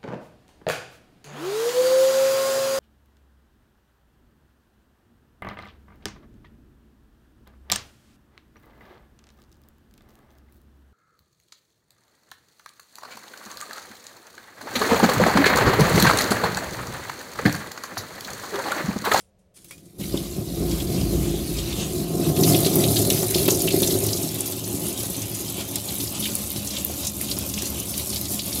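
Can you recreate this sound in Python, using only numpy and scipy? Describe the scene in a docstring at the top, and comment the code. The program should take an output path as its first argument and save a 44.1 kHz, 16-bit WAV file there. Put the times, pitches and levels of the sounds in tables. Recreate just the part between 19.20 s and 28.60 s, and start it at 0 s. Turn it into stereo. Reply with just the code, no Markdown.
"""Fingers rub a stiff tap handle in a small hard room; it clicks and rings the tap (noise and decaying sines).
Water then hisses in the pipe (filtered noise), shudders in a hose and rushes into an empty plastic tub: impulses
drum the tub's modes and feed spray and splash, with splats (noise bursts), thumping slugs and gurgling bubbles.
The microphone pair moves from the tap past the tub to its rim, where big drops start to crack on bare plastic;
then it goes over the tub and draws back, the jet still running."""
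import sys
import numpy as np
from scipy import signal
from scipy.fft import rfft, irfft, next_fast_len
from scipy.io import wavfile
from scipy.ndimage import map_coordinates

SR = 44100
rng = np.random.default_rng(int(sys.argv[2]) if len(sys.argv) > 2 else 0)


def unload_wav(signal):
    """Save mono or channel-first audio to the path in sys.argv[1] as 16-bit WAV at rate SR, clipped to [-1, 1]."""
    wavfile.write(
        sys.argv[1],
        SR,
        np.round(np.clip(np.atleast_2d(signal).T, -1, 1) * 32767).astype(np.int16),
    )


N = 414540  # samples

# motion: (time [s], power share at the tap, beside the tub, at the rim, over the tub, drawn back)
PLACE_SHARES = [(0, 0.86, 0.15, 0.019, 0, 0.025), (2.55, 0.97, 0.12, 0, 0, 0),
                (2.95, 0.14, 0.98, 0, 0, 0.009), (3.35, 0, 1, 0.048, 0.02, 0),
                (3.7, 0.0064, 0.085, 0.99, 0.003, 0.0071), (4.7, 0, 0, 0.92, 0.021, 0),
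                (5.3, 0.0019, 0.0093, 0.084, 1, 0), (6.7, 0.033, 0, 0, 0.91, 0.097),
                (7.4, 0, 0, 0, 0.11, 0.96), (8.5, 0, 0.0041, 0, 0.061, 1), (9.4, 0, 0, 0.032, 0.44, 0.89)]
# microphones to landing point of the jet: (time [s], distance [m])
JET_DISTANCE_M = [(0, 0.85), (2.97, 0.93), (3.1, 0.53), (3.27, 0.26), (3.43, 0.24), (3.54, 0.33),
                  (3.8, 0.29), (4.05, 0.31), (4.45, 0.32), (4.72, 0.31), (4.85, 0.55), (5.5, 0.67),
                  (6.3, 0.76), (6.8, 0.59), (7.7, 0.85), (8.6, 0.72), (9.4, 0.53)]
# tap seeps, opens, is turned further: (time [s], flow [share of full jet])
FLOW_SHARE = [(0.34, 0.001), (0.38, 0.024), (0.5, 0.029), (0.56, 0.05), (0.778, 0.06), (0.805, 0.55),
              (1.3, 0.48), (1.5, 0.74)]
# one row per place, at full flow: (spray at 1 m [dB], splash at 1 m [dB], hose [dB])
PLACE_LEVELS_DB = [(-32, -35.5, -25.5), (-31.7, -40, -40), (-30.7, -41.7, -40), (-31.3, -45.7, -62),
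                   (-30.2, -43.3, -53)]

# room noise spectrum: (frequency [Hz], relative level [dB])
ROOM_SPECTRUM = [(15, -33), (25, -5), (80, 0.5), (139, -10), (186, 0), (250, -20), (400, -13), (540, -8.5),
                 (1000, -28), (2430, -32.5), (8320, -41), (15000, -52)]
# strokes of fingers on the handle: (time [s], start level [dB rms], t60 [s])
RUB_STROKES = [(0.0, -48, 0.19), (0.185, -69, 0.3), (0.34, -50, 0.8), (0.362, -53, 0.18), (0.48, -49, 0.42),
               (0.65, -54.5, 0.27)]
# skin on plastic: (frequency [Hz], relative level [dB])
SKIN_SPECTRUM = [(300, -12), (1500, -9), (4000, -4), (9000, 3), (13000, -5), (15500, -18.5)]
# fine spray: (frequency [Hz], relative level [dB])
SPRAY_SPECTRUM = [(1000, -38.5), (3500, -8), (6000, -2.5), (8500, -1), (11000, 0), (13000, 2),
                  (15700, -8.5)]
# coarse splashing: (frequency [Hz], relative level [dB])
SPLASH_SPECTRUM = [(500, -24), (1000, -16), (1550, -9), (2200, -3), (3000, -11), (4000, 1), (5600, -4.5),
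                   (7500, -15), (11000, -27)]
# tub drumming at full flow: (time [s], level [dB])
DRUM_LEVEL = [(0.8, -28), (0.87, -34), (0.96, -24.5), (1.02, -28), (1.14, -29.5), (1.2, -24), (1.27, -27),
              (1.45, -23), (1.57, -26.5), (1.87, -23.5), (2.36, -28.5), (2.75, -28.5), (3.05, -23),
              (3.2, -21.5), (3.36, -18.5), (3.5, -22), (3.68, -20.5), (3.77, -25.5), (3.88, -19.5),
              (3.98, -26), (4.15, -23), (4.4, -22), (4.74, -23.5), (4.8, -27.5), (5.05, -29.5), (5.5, -32),
              (6.3, -34.5), (7.0, -33), (7.7, -33), (8.35, -30.5), (8.8, -34), (9.4, -34)]
# tub modes: (centre [Hz], width at half gain [Hz],
#   gain at the tap, beside the tub, at the rim, over the tub, drawn back [dB])
TUB_MODES = [(67, 12, -13, -24, -14, -28, 2), (78.3, 20, 3, -24, -12, -5, 8.5),
             (108, 13, -1, -4, 3.5, 8.5, 1.5), (127, 18, -3, -12, -13, -24, -2.5),
             (156.4, 27.4, 2, 6, -1, -2.5, -6), (184, 23, 0.5, -15, -3, -8, -1),
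             (206.7, 13, 2, -3, -12, -3, 11), (278.2, 53, -3.5, -2.5, -5, 0.5, 1),
             (339.7, 31.7, 1.5, 2, -4, -4.5, -4.5), (380.6, 54.5, -6.5, -5, 0.5, -4, -22),
             (440, 20, -10.5, -15, -19, -16, -10), (542.4, 61, -14, -18, -13, -15, -14),
             (578, 27, -35, -29, -21, -24, -5), (669, 77, -19.5, -10.5, -11, -14, -18),
             (725, 26, -28, -8.5, -24, -27, -23), (829, 115, -42, -31, -27.5, -16, -21.5),
             (1061, 40, -31, -18, -30, -22, -15.5), (1234, 37, -33, -24, -43, -31, -20),
             (1280, 520, -37, -31.5, -35.5, -28.5, -27.5)]
# drumming, one row per place: (left microphone lag [ms], left over right [dB], unrelated part [dB])
DRUM_BEARING = [(0.28, -1.1, -12.5), (0.17, 0.5, -15), (-0.029, 1.0, -16.5), (-0.086, -0.5, -16.5),
                (-0.046, -0.5, -14)]
# hose shudder: (frequency [Hz], relative level [dB])
HOSE_SPECTRUM = [(20, -20), (38, -20), (46, -4), (54, 8.5), (63, 0), (80, -4), (140, -36.5)]
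# handle clicks: (time [s], dry crack peak [dB], tap ring gain [dB], crack centre [Hz])
HANDLE_CLICKS = [(0.367, -44, -64, 2500), (0.445, -29, -64, 8500), (0.484, -39, -68, 6000),
                 (0.509, -24, -34, 8000), (0.524, -36, -44, 4000), (0.579, -33, -58, 5000)]
# modes of the plastic tap: (frequency [Hz], mean level [dB], t60 [s])
TAP_MODES = [(540, -11, 0.1), (1400, -14, 0.08), (2260, -5, .04), (2445, 1, 0.08), (2650, -11, .04),
             (3316, -7, .07), (4689, -14, .07), (5400, -13, .06)]
# tap and coupling, loudest as the microphones pass the hose: (time [s], dry level [dB])
HISS_LEVEL = [(0.77, -68), (0.805, -43.5), (0.95, -46), (1.09, -39.5), (1.36, -49), (1.53, -38),
              (1.68, -39), (1.8, -36), (1.9, -38), (2.2, -37.5), (2.32, -40), (2.39, -33), (2.47, -37),
              (2.56, -32.5), (2.68, -36), (2.8, -39.5), (3.4, -37)]
# hiss in the pipe: (frequency [Hz], relative level [dB])
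PIPE_SPECTRUM = [(300, -26.5), (520, 6), (750, 3), (1150, -1.5), (1700, -9.5), (2700, 3.5), (3800, 2.5),
                 (5500, -1.5), (8200, 2.5), (12000, -27)]
# lumps of the jet landing: (time [s], nominal level [dB], centre [Hz])
SPLAT_EVENTS = [(0.8096, -26, 2450), (0.836, -27, 2200), (0.973, -20, 3900), (1.512, -19, 4900),
                (1.6, -19, 3600), (1.81, -21, 3800), (2.385, -18, 3600), (2.525, -20, 3500),
                (3.164, -14.5, 3770), (3.233, -5, 4200), (3.345, -9, 3160), (3.4465, -10, 4020),
                (3.463, -9, 3650), (3.637, -12, 3410), (3.7635, -8, 3850), (3.901, -9.5, 3420),
                (4.1438, -6.5, 4000), (4.1795, -10.5, 3860), (4.257, -16, 3780), (4.281, -10, 3120),
                (4.304, -8.5, 5900), (4.3444, -15, 6030), (4.403, -11, 5100), (4.475, -11.5, 3030),
                (4.505, -12.5, 3900), (4.628, -8, 3770), (4.674, -10, 6500), (4.705, -12, 4000),
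                (4.8685, -20, 5460), (4.886, -14.5, 4300), (4.93, -12, 5370), (4.97, -16, 5300),
                (5.027, -17, 6000), (5.149, -22, 3550), (5.2567, -18, 6120), (5.322, -18, 3980),
                (5.4393, -19, 6520), (5.803, -21, 5500), (5.945, -23, 3820), (6.0175, -18.5, 6450),
                (6.148, -16, 7000), (6.279, -23, 4580), (6.404, -18.5, 3400), (6.556, -18, 4500),
                (6.687, -17.5, 3830), (6.8007, -18, 3730), (6.871, -18.5, 4810), (7.024, -16, 3830),
                (7.037, -15.5, 3900), (7.0542, -13, 2700), (7.3035, -23, 4180), (7.3602, -18, 4370),
                (7.4718, -12.5, 6530), (7.505, -15, 5140), (7.535, -19, 6430), (7.5655, -17, 3630),
                (7.832, -19, 4200), (7.848, -15, 6000), (7.8694, -7, 6360), (8.006, -23, 2100),
                (8.087, -22, 3500), (8.112, -12.5, 4400), (8.166, -17, 5110), (8.19, -21, 4300),
                (8.338, -14.5, 5800), (8.3754, -16.5, 2800), (8.386, -15.5, 5500), (8.455, -16, 6670),
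                (8.739, -20, 4200), (8.8994, -19, 5240), (8.9288, -16, 4450), (8.9593, -14, 4280),
                (9.0543, -16.5, 4200), (9.192, -12, 4340), (9.326, -18, 4400)]
# slugs of water on the wall: (time [s], boom peak [dB], dry slap peak [dB], boom centre [Hz])
SLUGS = [(0.941, -14.5, -21, 260), (1.183, -19, -34, 110), (1.424, -16, -31, 339), (1.829, -16, -37, 188),
         (2.14, -17.5, -32, 342), (3.182, -15, -28, 339), (3.223, -12, -26, 331), (3.291, -9.5, -26, 151),
         (3.348, -11.5, -28, 330), (3.463, -9.5, -24, 380), (3.558, -16, -23, 400), (3.587, -12, -24, 160),
         (3.878, -12, -34, 363), (4.028, -17, -18.5, 393), (4.156, -11.5, -27, 377),
         (4.281, -8, -12.5, 369), (4.454, -12, -39, 355), (4.541, -8, -26.5, 345), (4.619, -12.5, -19, 371),
         (4.727, -15.5, -32, 371), (4.752, -12.5, -25, 366), (4.868, -19, -27, 366), (5.833, -36, -24, 350),
         (6.38, -22.5, -42, 304), (7.36, -27, -39, 312), (7.697, -23, -26.5, 573), (8.168, -23, -27, 207),
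         (8.43, -22, -32, 283)]
# big drops on bare plastic: (time [s], dry peak [dB], centre [Hz], half width [octaves])
BIG_DROPS = [(3.557, -2, 13200, 0.32), (3.8497, -7, 6605, 1.0), (3.902, -0.5, 7500, 1.1),
             (3.975, -11.5, 4000, 1.0), (4.2795, -4, 13000, 0.5), (4.3055, -2.5, 8000, 0.8),
             (4.394, -7, 10400, 1.0), (4.4196, -4, 13100, 0.45), (4.62, -4, 13200, 0.5),
             (4.866, -5, 13900, 0.5), (5.2065, -3, 8460, 0.63), (5.667, -11, 7542, 0.8),
             (5.8332, -8.5, 12000, 1.0), (6.557, -1.5, 10200, 0.92), (7.153, -3, 11100, 0.51),
             (7.3033, -8.5, 13000, 0.6), (7.6487, -5, 13300, 0.3), (8.0137, -7, 12800, 0.5),
             (8.188, -6, 13500, 0.35), (8.4212, -6.5, 7490, 1.0), (8.7783, -8, 9910, 0.87),
             (9.0135, -8, 14200, 0.5)]
# echo of tub and walls against direct sound: (frequency [Hz], level [dB])
ECHO_RATIO = [(300, -12), (1000, 6), (2000, 6.5), (4500, 7.5), (7000, 10.5), (9000, 2), (12000, -33),
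              (15000, -21)]
# room decay: (frequency [Hz], t60 [s])
ROOM_T60 = [(200, .25), (2000, 0.16), (6000, 0.11), (14000, 0.011)]

TOP_HZ = 15780  # band limit
LEFT_LAG_S = 0.000297  # direct sound other than the drumming
ROOM_DB = -62
RUB_RISE_S = 0.0019
SPLASH_SWELL_DB, SPLASH_SWELL_KNOTS_PER_S = 1.4, 9
HOSE_SWELL_DB, HOSE_SWELL_KNOTS_PER_S = 1.1, 5.04
GURGLE_DB = -32  # at full flow, before the place shares
SPLAT_CRACK_DB, SPLAT_RING_DB = 1, -1  # relative to the splat's nominal level
SPLAT_LOW_HZ = 2050  # high-pass corner
BOOM_FOCUS, BOOM_HALF_OCTAVES = 1.06, 0.84  # exponent favours the strongest modes
WASH_SCATTER_SHARE = 0.32  # power share of the echo scattered at once by the tub wall
CLOSE_ECHO_DB, CLOSE_SCATTER_SHARE = 0, 0.55  # clicks, splats, drops: more of the echo at once


def amp(db):
    """Decibels to gain."""
    return 10 ** (np.asarray(db) / 20)


def unit(x):
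    """Scale to rms 1."""
    return x / np.sqrt(np.mean(x ** 2) + 1e-20)


def along(points, hz):
    """Read (Hz, value) points on a log frequency axis."""
    point_hz, values = np.transpose(points)
    return np.interp(np.log(hz + 1), np.log(point_hz + 1), values)


def curves(rows):
    """One value per sample for each column after the time."""
    time_s, *columns = np.transpose(rows)
    return [np.interp(np.arange(N) / SR, time_s, column) for column in columns]


def wobble(knots_per_s):
    """Smooth random curve through random knots."""
    knots = rng.standard_normal(int(N * knots_per_s / SR) + 4)
    return map_coordinates(knots, [np.arange(N) * knots_per_s / SR])


def filtered(x, response):
    """Multiply the spectrum of x by a complex response of frequency."""
    size = next_fast_len(N + SR // 2)
    spectrum = rfft(x, size) * response(np.fft.rfftfreq(size, 1 / SR))
    return irfft(spectrum, size)[..., :N]


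def ringing(gain, size=16384):
    """Minimum-phase impulse response with this gain over frequency."""
    log_gain = np.log(np.maximum(gain(np.fft.rfftfreq(size, 1 / SR)), 1e-6))
    cepstrum = irfft(log_gain)
    # fold onto positive time
    cepstrum[1:size // 2] *= 2
    cepstrum[size // 2 + 1:] = 0
    return irfft(np.exp(rfft(cepstrum)))


def through(x, gain):
    """Play x through a causal filter."""
    return signal.oaconvolve(x, ringing(gain))[:N]


def shaped(x, spectrum):
    """Colour x by a (Hz, dB) table, rms 1."""
    return unit(through(x, lambda hz: amp(along(spectrum, hz))))


def add(track, time_s, sound):
    """Mix a sound into a track in place."""
    span = track[max(round(time_s * SR), 0):][:len(sound)]
    span += sound[:len(span)]


def impacts(rate_hz, spread_db):
    """Random impulses of unequal size and sign, rms 1."""
    struck = rng.random(N) < rate_hz / SR
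    sign = np.sign(rng.standard_normal(N))
    size = amp(spread_db * np.clip(rng.standard_normal(N), -2, 2))
    return unit(struck * sign * size)


def octave_bell(hz, centre_hz, half_octaves):
    """Bell-shaped gain on an octave axis, half at half_octaves from the centre."""
    return 1 / (1 + (np.log2((hz + 1) / centre_hz) / half_octaves) ** 2)


def burst(centre_hz, half_octaves, rise_s, crack_t60, tail_db, tail_t60, size=4096):
    """A drop bursts: band noise with a crack and a slower patter of droplets, peak 1."""
    t, hz = np.arange(size) / SR, np.fft.rfftfreq(size, 1 / SR)
    band = octave_bell(hz, centre_hz, half_octaves) * (hz < TOP_HZ)
    noise = irfft(rfft(rng.standard_normal(size)) * band)
    rise = 1 - np.exp(-t / rise_s)
    decay = amp(-60 * t / crack_t60) + amp(tail_db - 60 * t / tail_t60)
    sound = noise * rise * decay
    return sound / np.abs(sound).max()


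def room_tone():
    """Steady room noise: one coloured noise, the same in both channels."""
    return amp(ROOM_DB) * shaped(rng.standard_normal(N), ROOM_SPECTRUM)


def rubs():
    """Skin sticks and slips on the plastic handle in short, fading strokes."""
    t = np.arange(N) / SR
    stroke = np.zeros(N)
    for time_s, db, t60 in RUB_STROKES:
        age = np.maximum(t - time_s, 0)
        stroke += (1 - np.exp(-age / RUB_RISE_S)) * amp(db - 60 * age / t60)
    slips = impacts(1800, spread_db=2.0) * amp(2 * wobble(55))
    return stroke * shaped(slips, SKIN_SPECTRUM)


def local_levels():
    """Spray, splash and hose dB, blended between the places that the microphones pass."""
    shares = np.clip(curves(PLACE_SHARES), 0, 1)
    return np.transpose(PLACE_LEVELS_DB) @ (shares / shares.sum(axis=0))


def splashes(rate_hz, centre_hz, scatter, half_octaves, rise_s, life_t60, spread_db, count, size=1024):
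    """Small bursts at random moments, each with its own pitch, rms 1."""
    track = np.zeros(N)
    times_s = np.cumsum(rng.exponential(1 / rate_hz, count))
    draws = np.clip(rng.standard_normal((count, 2)), -2, 2)
    for time_s, (pitch, strength) in zip(times_s, draws):
        drop_hz = centre_hz * np.exp(scatter * pitch)
        drop = burst(drop_hz, half_octaves, rise_s, life_t60, tail_db=-4, tail_t60=4 * life_t60, size=size)
        add(track, time_s, amp(spread_db * strength) * drop)
    return unit(track)


def bubbles(rate_hz, centre_hz, scatter, cycles, glide, spread_db, count, size):
    """Trapped air rings for some cycles, each bubble at its own pitch, which rises by the share glide; rms 1."""
    draws = rng.standard_normal((count, 2)).clip(-2, 2)
    starts = (SR * np.cumsum(rng.exponential(1 / rate_hz, count))).astype(int)
    turns = centre_hz * np.exp(scatter * draws[:, :1]) * np.arange(size) / SR
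    age = np.minimum(turns / cycles, 1)
    level = amp(spread_db * draws[:, 1:] - 60 * age) * (age < 1)
    rings = level * np.sin(2 * np.pi * turns * (1 + glide * age / 2))
    positions = starts[:, None] + np.arange(size)
    return unit(np.bincount(positions.ravel(), rings.ravel(), N)[:N])


def water(flow, surge, spray_db, splash_db):
    """Spray and splash grow with flow and nearness; single droplets stand out more away from the tap."""
    distance_m, = curves(JET_DISTANCE_M)
    in_view = 1 - 0.42 * np.clip(curves(PLACE_SHARES)[0], 0, 1)
    cracks = in_view ** 2 * impacts(70, spread_db=3.0)  # droplets on bare plastic, in both layers

    mist = impacts(11000, spread_db=3.5) * amp(2.1 * in_view * surge)
    ticks = splashes(80, centre_hz=10200, scatter=0.36, half_octaves=0.55, rise_s=0.00019,
                     life_t60=0.0074, spread_db=2.5, count=1100)
    spray = shaped(mist + amp(-5) * in_view * ticks + amp(-7) * cracks, SPRAY_SPECTRUM)

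    patter = impacts(1100, spread_db=4)
    plips = splashes(120, centre_hz=4480, scatter=0.38, half_octaves=0.52, rise_s=0.0001,
                     life_t60=0.0037, spread_db=2.0, count=1500)
    trickle = bubbles(70, centre_hz=4600, scatter=0.24, cycles=60, glide=0.087,
                      spread_db=3, count=900, size=1024)
    spatter = patter + in_view * (amp(-3.0) * plips + amp(-5.5) * trickle)
    clumped = spatter * amp(1.4 * in_view * surge)
    splash = shaped(clumped + amp(-2) * cracks, SPLASH_SPECTRUM)

    swell_db = SPLASH_SWELL_DB * in_view * wobble(SPLASH_SWELL_KNOTS_PER_S)
    spray_part = amp(spray_db + 0.41 * swell_db) * spray
    splash_part = amp(splash_db + swell_db) * splash
    return flow / distance_m * (spray_part + splash_part)


def tub_gain(hz, place):
    """Gain of the tub's modes as heard from one place; deep bass does not radiate."""
    modes = sum(amp(db[place]) / (1 + (2 * (hz - centre) / width) ** 2) for centre, width, *db in TUB_MODES)
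    return modes * hz ** 6 / (hz ** 6 + 54 ** 6)


def lagged(x, left_lag_s):
    """Stereo pair with the left channel late by left_lag_s, split evenly about zero."""
    return filtered(x, lambda hz: np.exp(np.outer([-1, 1], 1j * np.pi * hz * left_lag_s)))


def drumming(flow, surge):
    """The broken jet hammers the tub; modes and bearing depend on where one listens."""
    drum_db, = curves(DRUM_LEVEL)
    blows = impacts(1100, spread_db=2.5) * amp(1.34 * surge)
    sideways = impacts(1300, spread_db=3)
    pair = np.zeros((2, N))
    for place, (share, bearing) in enumerate(zip(curves(PLACE_SHARES), DRUM_BEARING)):
        lag_ms, pan_db, apart_db = bearing
        body = unit(through(blows, lambda hz: tub_gain(hz, place)))
        direct = lagged(body, lag_ms / 1000)
        # short waves differ more between the microphones
        apart = unit(through(sideways, lambda hz: tub_gain(hz, place) * np.hypot(hz, 230) / np.hypot(hz, 1300)))
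        both = direct + np.outer([1, -1], amp(apart_db) * apart)
        pan = amp([[pan_db / 2], [-pan_db / 2]])
        pair += np.sqrt(np.clip(share, 0, 1)) * pan * both
    return pair * flow * amp(drum_db)


def hose(flow, shudder_db):
    """Turbulence makes the hose shudder against the machine: low noise, level as flow squared."""
    shudder = shaped(rng.standard_normal(N), HOSE_SPECTRUM)
    swell_db = HOSE_SWELL_DB * wobble(HOSE_SWELL_KNOTS_PER_S)
    return flow ** 2 * amp(shudder_db + swell_db) * shudder


def gurgle():
    """Air pockets gulp where the jet ploughs in, coloured by the tub, heard beside it or at its rim."""
    _, beside, rim, *_ = curves(PLACE_SHARES)
    gulps = bubbles(36, centre_hz=420, scatter=0.332, cycles=15, glide=0.2,
                    spread_db=2.2, count=500, size=4096)
    coloured = unit(through(gulps, lambda hz: np.sqrt(tub_gain(hz, place=2))))
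    return amp(GURGLE_DB) * (beside + rim) * coloured


def handle_clicks():
    """Each click of the handle cracks and rings the tap's modes at new strengths."""
    track, t = np.zeros(N), np.arange(SR // 5) / SR
    for time_s, crack_db, ring_db, centre_hz in HANDLE_CLICKS:
        ring = np.zeros(len(t))
        for mode_hz, mode_db, t60 in TAP_MODES:
            level_db = mode_db + rng.normal(0, 1.8)
            ring += amp(level_db - 60 * t / t60) * np.sin(2 * np.pi * mode_hz * t)
        crack = burst(centre_hz, 1.8, rise_s=0.0002, crack_t60=0.0088, tail_db=-11, tail_t60=0.21)
        add(track, time_s, amp(ring_db) * ring)
        add(track, time_s, amp(crack_db) * crack)
    return track


def tap_hiss():
    """Water squeezing through the tap hisses unevenly in the pipe."""
    hiss_db, = curves(HISS_LEVEL)
    turbulence = rng.standard_normal(N) * amp(2.7 * wobble(18))
    running = np.arange(N) / SR > HISS_LEVEL[0][0]
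    return running * amp(hiss_db) * shaped(turbulence, PIPE_SPECTRUM)


def splats():
    """Lumps of water crack on landing, ring briefly with trapped air, then scatter over the wet wall."""
    track = np.zeros(N)
    for time_s, db, hz in SPLAT_EVENTS:
        crack = burst(1.08 * hz, 1.0, rise_s=0.0001, crack_t60=0.0049, tail_db=-22, tail_t60=0.035)
        ring = burst(hz, 0.36, rise_s=0.002, crack_t60=0.022, tail_db=-12, tail_t60=0.11)
        add(track, time_s, amp(db + SPLAT_CRACK_DB) * crack)
        add(track, time_s, amp(db + SPLAT_RING_DB) * ring)
    return through(track, lambda hz: hz ** 4 / np.hypot(hz ** 4, SPLAT_LOW_HZ ** 4))


def thumps():
    """A slug of water pushes the wall once; where it lands decides which of the tub's modes boom."""
    track = np.zeros(N)
    for time_s, boom_db, _, centre_hz in SLUGS:
        boom = ringing(lambda hz: tub_gain(hz, place=2) ** BOOM_FOCUS
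                       * octave_bell(hz, centre_hz, BOOM_HALF_OCTAVES))
        add(track, time_s, amp(boom_db) * boom / np.abs(boom).max())
    return track


def slaps():
    """The same slugs slap as they spread over the plastic."""
    track = np.zeros(N)
    for time_s, _, slap_db, _ in SLUGS:
        slap = burst(580, 0.58, rise_s=0.0014, crack_t60=0.032, tail_db=-11, tail_t60=0.1)
        add(track, time_s, amp(slap_db) * slap)
    return track


def drops():
    """Big drops crack on the bare plastic."""
    track = np.zeros(N)
    for time_s, db, hz, half_octaves in BIG_DROPS:
        crack = burst(hz, half_octaves, rise_s=0.0001, crack_t60=0.0052, tail_db=-19, tail_t60=0.08)
        add(track, time_s, amp(db) * crack)
    return track


def scattered(x, size=128):
    """The curved wall returns sound about a millisecond later, phases jumbled differently per microphone."""
    z = signal.stft(x, nperseg=size)[2]
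    jumble = np.exp(2j * np.pi * rng.random((2, *z.shape)))
    pair = signal.istft(z * jumble, nperseg=size)[1]
    late = np.pad(pair, ((0, 0), (size // 2, 0)))[:, :N]
    return np.std(x) * unit(late)


def echoes(x, flutter_db, flutter_t60, order=2000, size=6144):
    """Jet and microphones keep moving, so each short stretch of sound gets a new pair of echo tails."""
    window = signal.windows.hann(2 * order, sym=False) ** 0.5
    padded = np.pad(x, (order, 2 * order))
    pieces = np.lib.stride_tricks.sliding_window_view(padded, 2 * order)[::order] * window
    hz, t, z = signal.stft(rng.standard_normal((len(pieces), 2, size)), SR, nperseg=128)
    # quick flutter between the tub walls, then the room
    fade = amp(flutter_db - 60 * t / flutter_t60) + amp(-60 * t / along(ROOM_T60, hz)[:, None])
    fade = fade / np.linalg.norm(fade, axis=1, keepdims=True)
    tails = signal.istft(z * fade, SR)[1]
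    tails = tails / np.linalg.norm(tails, axis=2, keepdims=True)
    wet = signal.fftconvolve(pieces[:, None], tails, axes=2)
    out = np.zeros((2, len(pieces) * order + wet.shape[2]))
    for k, piece in enumerate(wet):
        out[:, k * order:][:, :piece.shape[1]] += piece
    return out[:, order:order + N]


def heard(x, echo_db, scatter_share):
    """Direct sound reaches the right microphone first; the echo comes from all around."""
    def wet(hz):
        return amp(along(ECHO_RATIO, hz) + echo_db)

    direct = filtered(lagged(x, LEFT_LAG_S), lambda hz: 1 / np.hypot(1, wet(hz)))
    share = np.clip(scatter_share, 0, 1)
    early = np.sqrt(share) * scattered(x)
    late = np.sqrt(1 - share) * echoes(x, flutter_db=6.5, flutter_t60=0.021)
    return direct + filtered(early + late, lambda hz: wet(hz) / np.hypot(1, wet(hz)))


def scene():
    """One flow curve drives drumming, hose, gurgle and spray; one surge unsettles drumming and spray."""
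    flow, = curves(FLOW_SHARE)
    spray_db, splash_db, shudder_db = local_levels()
    surge = unit(wobble(24) + 0.14 * wobble(150))
    wash = rubs() + water(flow, surge, spray_db, splash_db) + tap_hiss() + slaps()
    close = handle_clicks() + splats() + drops()
    around = heard(wash, 0, WASH_SCATTER_SHARE) + heard(close, CLOSE_ECHO_DB, CLOSE_SCATTER_SHARE)
    around = around + hose(flow, shudder_db) + flow * gurgle() + thumps()
    balance = amp([[-0.4], [0.4]])  # left, right
    return room_tone() + drumming(flow, surge) + around * balance


def record(dry):
    """Nothing is kept above the band limit."""
    return filtered(dry, lambda hz: hz < TOP_HZ)


dry = scene()
out = record(dry)
unload_wav(out)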